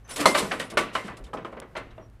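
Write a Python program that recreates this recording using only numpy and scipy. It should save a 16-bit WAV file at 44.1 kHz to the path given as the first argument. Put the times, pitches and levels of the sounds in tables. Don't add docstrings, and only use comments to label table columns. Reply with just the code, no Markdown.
import sys
import numpy as np
from scipy import signal
from scipy.fft import rfft, irfft
from scipy.io import wavfile
from scipy.ndimage import uniform_filter1d

SR = 44100
rng = np.random.default_rng(int(sys.argv[2]) if len(sys.argv) > 2 else 0)


def wav_out(sig):
    wavfile.write(sys.argv[1], SR, np.round(np.clip(np.atleast_2d(sig).T, -1, 1) * 32767).astype(np.int16))


def makeup_ratio(level_db):
    decades = np.asarray(level_db, float) / 20
    return 10 ** decades


N = 97020


def rms_one(x):
    return x / np.sqrt(np.mean(x ** 2) + 1e-20)


def at_hz(points, hz):
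    table_hz, value = np.transpose(points)
    return np.interp(np.log(hz), np.log(table_hz), value)


def drift(rate_hz):
    r = np.exp(-2 * np.pi * rate_hz / SR)
    noise = rng.standard_normal(N + SR)
    return rms_one(signal.lfilter([1], [1, -2 * r, r * r], noise)[SR:])


def ring(clicks, hz, t60):
    r, w = makeup_ratio(-60 / (t60 * SR)), 2 * np.pi * hz / SR
    return signal.lfilter([0, np.sin(w)], [1, -2 * r * np.cos(w), r * r], clicks + 1e-18)


def colour(x, spectrum):
    hz = np.arange(N // 2 + 1) * SR / N + 1
    return rms_one(irfft(rfft(x) * makeup_ratio(at_hz(spectrum, hz)), N))


def band(x, low_hz, high_hz, order=2):
    return signal.sosfilt(signal.butter(order, [low_hz, high_hz], "band", fs=SR, output="sos"), x)


BASS_HZ, MID_HZ, TREBLE_HZ = 267, 910, 3890


def strike_db(strikes, hz):
    s, db, bass_db, treble_db = np.transpose(strikes)
    toward = np.log(hz / MID_HZ) / np.log([BASS_HZ / MID_HZ, TREBLE_HZ / MID_HZ])
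    low, high = np.clip(toward, 0, 1.5)
    return db + low * bass_db + high * treble_db


# (time [s], peak level [dB], extra bass [dB], extra treble [dB])
BLOWS = [(0.256, 0, -2, -14), (0.347, -9.5, -1, 2.5), (0.514, -12.5, 1.2, 4), (0.598, -22, 6.5, 8.5),
         (0.771, -7.5, -2, 7), (.782, -16, 2.5, -24), (0.951, -12.5, -5, 3.5), (1.08, -19.5, -19, -8.5),
         (1.332, -15, -0.5, -25), (1.37, -25.5, 7.5, -1.5), (1.447, -21, 1.7, -7.5), (1.525, -28, 6, -11),
         (1.568, -25.5, 2.1, -10), (1.617, -29, 4, -5.5), (1.752, -21, 4, -6), (1.764, -22, -7.5, 4),
         (1.907, -48, 7, 10), (1.978, -29, 2.5, -25)]
# (time [s], level [dB], extra bass [dB], extra treble [dB])
SHOVES = [(0.049, -38, -11, -10), (0.084, -28.5, -8, 0), (0.109, -26.5, 1, -7), (.16, -20, 0.5, -11),
          (.19, -14.5, 8, 0), (0.219, -18, -18, -2), (.372, -9.5, -4.5, -17), (.42, -18, 5, -4),
          (0.599, -23.5, -6, 7), (0.711, -27, 10.5, -7), (1.04, -36, 19.5, 9), (1.105, -29.5, 1, -4.5),
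          (1.179, -32.5, 7, -28), (1.265, -36.5, 7, -12), (1.403, -45.5, 4.5, 8.5), (1.79, -29.5, -7, -2),
          (1.99, -39, 7.5, -10), (2.02, -50.5, -0.5, -14)]
# (frequency [Hz], density [dB per Hz])
FRAME = [(120, -16), (300, -7), (600, -4), (790, -8.5), (1220, -3), (1650, -7), (2300, -8.5), (6000, -29)]
# (frequency [Hz], t60 [s])
FRAME_T60 = [(150, 0.69), (400, 0.28), (1040, 0.16), (2760, 0.12), (6000, 0.052)]
# (frequency [Hz], level [dB], t60 [s])
TUBES = [(642, -18.5, 0.055), (1144, -26.5, 0.19), (2930, -23.5, 0.07), (1970, -29.5, 0.32),
         (454, -24.5, 0.31)]
CONTACT_S, SHOVE_S = .005, .03
FRAME_DB, MODE_SPREAD_DB, T60_SPREAD_DB = -27, 4, 2
FRAME_CUT_HZ = 147


def frame(count=420):
    strikes = BLOWS + SHOVES
    s = np.array(strikes)[:, 0]
    contact_s = np.repeat([CONTACT_S, SHOVE_S], [len(BLOWS), len(SHOVES)])
    hz = np.geomspace(130, 6500, count) * np.exp(rng.normal(0, .004, count))
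    t60 = at_hz(FRAME_T60, hz) * makeup_ratio(T60_SPREAD_DB * rng.uniform(-0.067, 1, count))
    uneven_db = MODE_SPREAD_DB * np.minimum(rng.standard_normal(count), 2)
    mode_db = FRAME_DB + uneven_db + at_hz(FRAME, hz) + 10 * np.log10(hz / 1000)
    modes = list(zip(hz, mode_db, t60)) + TUBES
    strength = rng.standard_normal((len(s), len(modes)))
    late = rng.random((len(s), len(modes)))
    out, clicks = np.zeros(N), np.zeros(N)
    for k, (f, level_db, ring_s) in enumerate(modes):
        at = ((s + contact_s * late[:, k] ** 1.5) * SR).astype(int)
        push = (.5 + .5 * np.abs(strength[:, k])) * np.sign(strength[:, k])
        clicks[at] = push * makeup_ratio(level_db + strike_db(strikes, f))
        out += ring(clicks, f, ring_s)
        clicks[at] = 0
    return band(out, FRAME_CUT_HZ, 11000)


def latch_knock():
    click = np.zeros(N)
    click[int(.2599 * SR)] = makeup_ratio(-2)
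    return band(ring(click, 850, .006), FRAME_CUT_HZ, 11000)


# (frequency [Hz], t60 [s])
TAIL_T60 = [(150, 0.21), (400, 1), (1040, 0.7), (2760, 0.62), (6000, 0.23)]
TAIL_DB = -11.5


def frame_tail():
    strikes = BLOWS + SHOVES
    at = (np.array(strikes)[:, 0] * SR).astype(int)
    edges = 130 * 2 ** np.arange(0, 6.1, .5)
    out = np.zeros(N)
    white = rng.standard_normal((2, N))
    for k, (low, high) in enumerate(zip(edges, edges[1:])):
        hz, power = np.sqrt(low * high), np.zeros(N)
        power[at] = makeup_ratio(2 * strike_db(strikes, hz))
        power = signal.lfilter([1], [1, -makeup_ratio(-120 / (at_hz(TAIL_T60, hz) * SR))], power)
        power = uniform_filter1d(power, size=221, origin=110)
        out += np.sqrt(np.abs(power)) * makeup_ratio(at_hz(FRAME, hz)) * band(white[k % 2], low, high)
    return makeup_ratio(TAIL_DB) * out


# (time [s], frequency [Hz], level [dB], t60 [s])
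CLANGS = [(.257, 2092, -21, 0.34), (.258, 4110, -19.5, 0.079), (.257, 548.6, -13.5, 0.078),
          (.257, 985, -17.5, 0.18), (0.261, 192.8, -27, 0.2), (0.261, 322, -21, .12),
          (.258, 650, -29, 0.51), (0.257, 1238, -14.5, 0.088), (0.257, 1064, -18, 0.19),
          (.258, 4320, -29, 0.15), (.258, 3430, -27, .11), (0.349, 582, -24, 0.22),
          (0.348, 1172, -25.5, 0.22), (.349, 2330, -29, 0.19), (0.362, 2950, -33, 0.16),
          (0.351, 4450, -27.5, 0.063), (0.346, 3690, -26.5, 0.046), (.415, 463, -31, 0.29),
          (0.43, 201, -28, 0.19), (0.512, 1712, -26, 0.087), (.6, 1887, -30, 0.15),
          (0.773, 1146, -24, 0.27), (.772, 605, -19, 0.041), (0.772, 1460, -19, 0.053),
          (.78, 329, -35, 0.28), (.79, 2062, -53, .5), (0.953, 1322, -22.5, 0.059),
          (0.953, 1043, -29.5, 0.2), (0.955, 1472, -33.5, 0.091), (.96, 2100, -36, 0.3),
          (.953, 2934, -30, 0.063), (1.05, 207.5, -36, 0.27), (1.251, 3000, -51, .03),
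          (1.267, 3560, -51, .03), (.2, 290, -27, 0.24), (1.334, 1038, -38.5, 0.24),
          (1.336, 1270, -35.5, 0.13), (1.333, 3140, -47, 0.053), (1.374, 3170, -48, 0.035),
          (1.424, 2470, -59.5, .03), (1.448, 3200, -44.5, 0.045), (1.448, 1267, -35.5, 0.051),
          (1.766, 2077, -38, 0.21), (1.768, 1380, -38, 0.15), (1.768, 1760, -42.5, 0.15),
          (1.764, 4130, -46.5, 0.15), (1.907, 3840, -59, 0.046), (1.9795, 636, -39, 0.097),
          (1.98, 2770, -57, .07), (1.981, 3520, -61, .06)]
TWIN_RATIO, TWIN_SHARE = 1.012, .4


def clangs():
    out = np.zeros(N + SR)
    click = np.zeros(SR // 2)
    for s, hz, db, t60 in CLANGS:
        click[0] = makeup_ratio(db)
        start = int(s * SR)
        pair = ring(click, hz, t60) + TWIN_SHARE * ring(click, hz * TWIN_RATIO, t60)
        out[start:start + SR // 2] += pair
    return band(out[:N], FRAME_CUT_HZ, 15400)


# (time [s], level [dB], rise [s], t60 [s])
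JOLTS = [(0.075, -48, 0.0033, .15), (0.088, -39, 0.0069, .2), (.1, -30, 0.0089, 0.24),
         (0.158, -22, 0.0034, 0.25), (0.194, -19, 0.015, 0.15), (0.2547, -11, 0.004, 0.24),
         (0.344, -21, 0.0074, 0.54), (0.368, -15, 0.022, 0.12), (.513, -31.5, 0.011, 0.22),
         (0.593, -25.5, 0.0059, 0.16), (0.698, -29.5, 0.0076, 0.094), (0.7713, -19, 0.0029, 0.2),
         (.925, -33.5, 0.023, 0.13), (.95, -32, 0.0028, 0.35), (1.045, -42, 0.0049, 0.17),
         (1.065, -42, 0.0084, 0.18), (1.167, -36.5, 0.0044, 0.072), (1.238, -40.5, 0.0037, 0.095),
         (1.25, -50, 0.0036, .06), (1.266, -51, 0.0036, 0.1), (1.333, -39, 0.0035, 0.12),
         (1.372, -53, 0.0053, 0.11), (1.447, -47, 0.0043, 0.16), (1.519, -54, 0.0046, 0.092),
         (1.619, -57, 0.0043, 0.063), (1.753, -51, 0.0056, .13), (1.764, -36.5, 0.01, 0.11),
         (1.907, -59.5, 0.0046, 0.078), (1.979, -71, .004, .08)]
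# (frequency [Hz], density [dB per Hz])
MESH = [(1060, -19.5), (1800, -6), (3740, -3.5), (4060, -3.5), (4660, -4.5), (5640, -6.5), (7910, -2.5),
        (10900, -4.5), (16000, -25.5)]
TICKS_PER_S, TICK_SPREAD_DB, TICK_CYCLES = 16000, -2, 11.5
MESH_DB, MESH_TAIL_DB, MESH_TAIL_T60_S = -11, -19.5, 0.37
PATCH_DB, PATCH_PER_S = 1.5, 10.4
DULLING_DB_PER_S = 3
PIN_RING_DB, PIN_RING_T60_S = -38.5, 0.042


def mesh(count=24):
    t, shake = np.arange(N) / SR, np.zeros(N)
    for s, db, rise_s, t60 in JOLTS:
        age = np.maximum(t - s, 0)
        swell = makeup_ratio(db) * np.minimum(age / max(rise_s, 1e-4), 1)
        after = 120 * np.maximum(age - rise_s, 0)
        decay = makeup_ratio(-after / t60) + makeup_ratio(2 * MESH_TAIL_DB - after / MESH_TAIL_T60_S)
        shake += swell ** 2 * decay
    tick_here = rng.random(N) < TICKS_PER_S / SR
    ticks = tick_here * makeup_ratio(TICK_SPREAD_DB * rng.exponential(1, N)) * rng.choice([-1, 1], N)
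    dealt = rng.integers(0, count, N)
    rings = np.zeros(N)
    for k, hz in enumerate(np.geomspace(1800, 16000, count)):
        strand = ring(ticks * (dealt == k), hz, TICK_CYCLES / hz) * np.sqrt(hz)
        dulling_db = DULLING_DB_PER_S * t * max(np.log2(hz / 5000), 0)
        rings += strand * makeup_ratio(PATCH_DB * drift(PATCH_PER_S) - dulling_db)
    rattle = makeup_ratio(MESH_DB) * np.sqrt(shake) * colour(rings, MESH)
    pin_ring = sum(ring(rattle, hz, PIN_RING_T60_S) for hz in PIN_HZ[:6])
    return rattle + makeup_ratio(PIN_RING_DB) * pin_ring


# (start [s], length [s], level [dB], mode [index into PIN_HZ])
SQUEAKS = [(.042, 0.037, -57, 1), (.043, 0.028, -68, 0), (0.085, .04, -49, 1), (.045, 0.043, -78, 3),
           (0.09, 0.075, -42, 3), (0.1, 0.08, -44, 0), (0.134, 0.03, -44, 2), (.138, 0.022, -55, 4),
           (.11, .045, -61.5, 5), (0.26, 0.043, -34, 0), (0.3, 0.055, -45, 2), (0.309, 0.044, -44, 3),
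           (0.423, 0.041, -48, 3), (0.516, 0.07, -54.5, 3), (0.63, 0.062, -53.5, 3), (0.736, 0.025, -55, 3),
           (1.166, 0.039, -64, 3), (1.194, 0.035, -78, 4), (0.638, 0.033, -60, 2), (0.267, .025, -38, 1),
           (2.008, 0.072, -66.5, 6)]
PIN_HZ = [5430, 6140, 7840, 9670, 12000, 14620, 5680]
SQUEAK_EDGE_S, SQUEAK_WIDTH_HZ, SQUEAK_CLEAN = .014, 110, .5
SQUEAK_WANDER_HZ, SQUEAK_FLUTTER_DB = 55, 1.8


def pin():
    t, out, sing = np.arange(N) / SR, np.zeros(N), []
    for hz in PIN_HZ:
        wander = SQUEAK_WANDER_HZ * (hz / 10000) ** 2 * drift(25)
        flutter = makeup_ratio(SQUEAK_FLUTTER_DB * hz / 10000 * drift(40))
        line = np.sin(2 * np.pi * np.cumsum(hz + wander) / SR) * flutter
        ragged = rms_one(ring(rng.standard_normal(N), hz, 4.2 / SQUEAK_WIDTH_HZ))
        sing.append(SQUEAK_CLEAN * line + (1 - SQUEAK_CLEAN) * hz / 10000 * ragged)
    for s, length, db, mode in SQUEAKS:
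        gate = np.clip(np.minimum(3 * (t - s), s + length - t) / SQUEAK_EDGE_S, 0, 1)
        out += gate * makeup_ratio(db) * sing[int(round(mode))]
    return out


# (time [s], peak level [dB])
SNAPS = [
    (1.601, -33.5),
    (2.1, -59),
    (1.1395, -62),
]
SNAP_LOW_HZ, SNAP_HIGH_HZ, SNAP_T60_S = 1700, 11000, .007


def snaps():
    t, noise, shape = np.arange(N) / SR, rng.standard_normal(N), np.zeros(N)
    for s, db in SNAPS:
        shape += (t >= s) * makeup_ratio(db - 60 * np.maximum(t - s, 0) / SNAP_T60_S)
        noise[int(np.ceil(s * SR))] = -6
    return band(noise * shape, SNAP_LOW_HZ, SNAP_HIGH_HZ, order=3)


FLEX_S, FLEX_LENGTH_S, FLEX_DB, FLEX_FROM_HZ, FLEX_TO_HZ = 1.2, .08, -38, 30, 62


def flex():
    part = np.clip((np.arange(N) / SR - FLEX_S) / FLEX_LENGTH_S, 0, 1)
    hz = FLEX_FROM_HZ + (FLEX_TO_HZ - FLEX_FROM_HZ) * part
    swell = np.sqrt(np.abs(np.sin(np.pi * part)))
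    return makeup_ratio(FLEX_DB) * swell * np.sin(2 * np.pi * np.cumsum(hz) / SR)


# (frequency [Hz], density [dB per Hz])
AIR = [(59, -30), (100, -1.5), (174, -9), (266, -14), (1650, -26), (2000, -28), (4670, -39.5), (12900, -45),
       (16000, -48)]
# (time [s], level [dB])
WIND = [(0, -53.5), (1.7, -56.5), (1.9, -53), (2.2, -56.5)]
# (frequency [Hz], level [dB])
HUM = [(57, -61), (113, -57)]
AIR_DB, WIND_LOW_HZ, WIND_HIGH_HZ, WIND_LUMP_DB = -58.5, 25.4, 76.4, -3


def outdoors():
    t = np.arange(N) / SR
    hiss = colour(rng.standard_normal(N), [(40, -32.5)] + AIR)
    air = makeup_ratio(AIR_DB + 1.5 * drift(21)) * hiss
    wind = rms_one(band(rng.standard_normal(N + SR), WIND_LOW_HZ, WIND_HIGH_HZ)[SR:])
    gust = makeup_ratio(np.interp(t, *np.transpose(WIND)) + WIND_LUMP_DB * drift(4.0))
    hum = np.zeros(N)
    for hz, db in HUM:
        hum += makeup_ratio(db + 2.0 + 2.7 * drift(8.2)) * np.sin(2 * np.pi * hz * t)
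    return air + wind * gust + hum


HOLLOW_HZ, HOLLOW_WIDTH_HZ, HOLLOW_SHARE = 1612, 284, 0.33


def scene():
    body = frame() + latch_knock() + frame_tail()
    low_hz, high_hz = HOLLOW_HZ - HOLLOW_WIDTH_HZ / 2, HOLLOW_HZ + HOLLOW_WIDTH_HZ / 2
    body = body - HOLLOW_SHARE * band(body, low_hz, high_hz, order=1)
    return (body + clangs() + mesh() + pin() + snaps() + flex() + outdoors())[None]


def roll_off(x):
    return signal.sosfilt(signal.butter(12, 16310, fs=SR, output="sos"), x)


def record(dry):
    dull = signal.sosfilt(signal.butter(4, 14570, fs=SR, output="sos"), dry)
    dull = signal.sosfilt(signal.cheby2(10, 50, 16800, fs=SR, output="sos"), dull)
    return roll_off(np.clip(dull, -1, 1))


dry = scene()
out = record(dry)
wav_out(out)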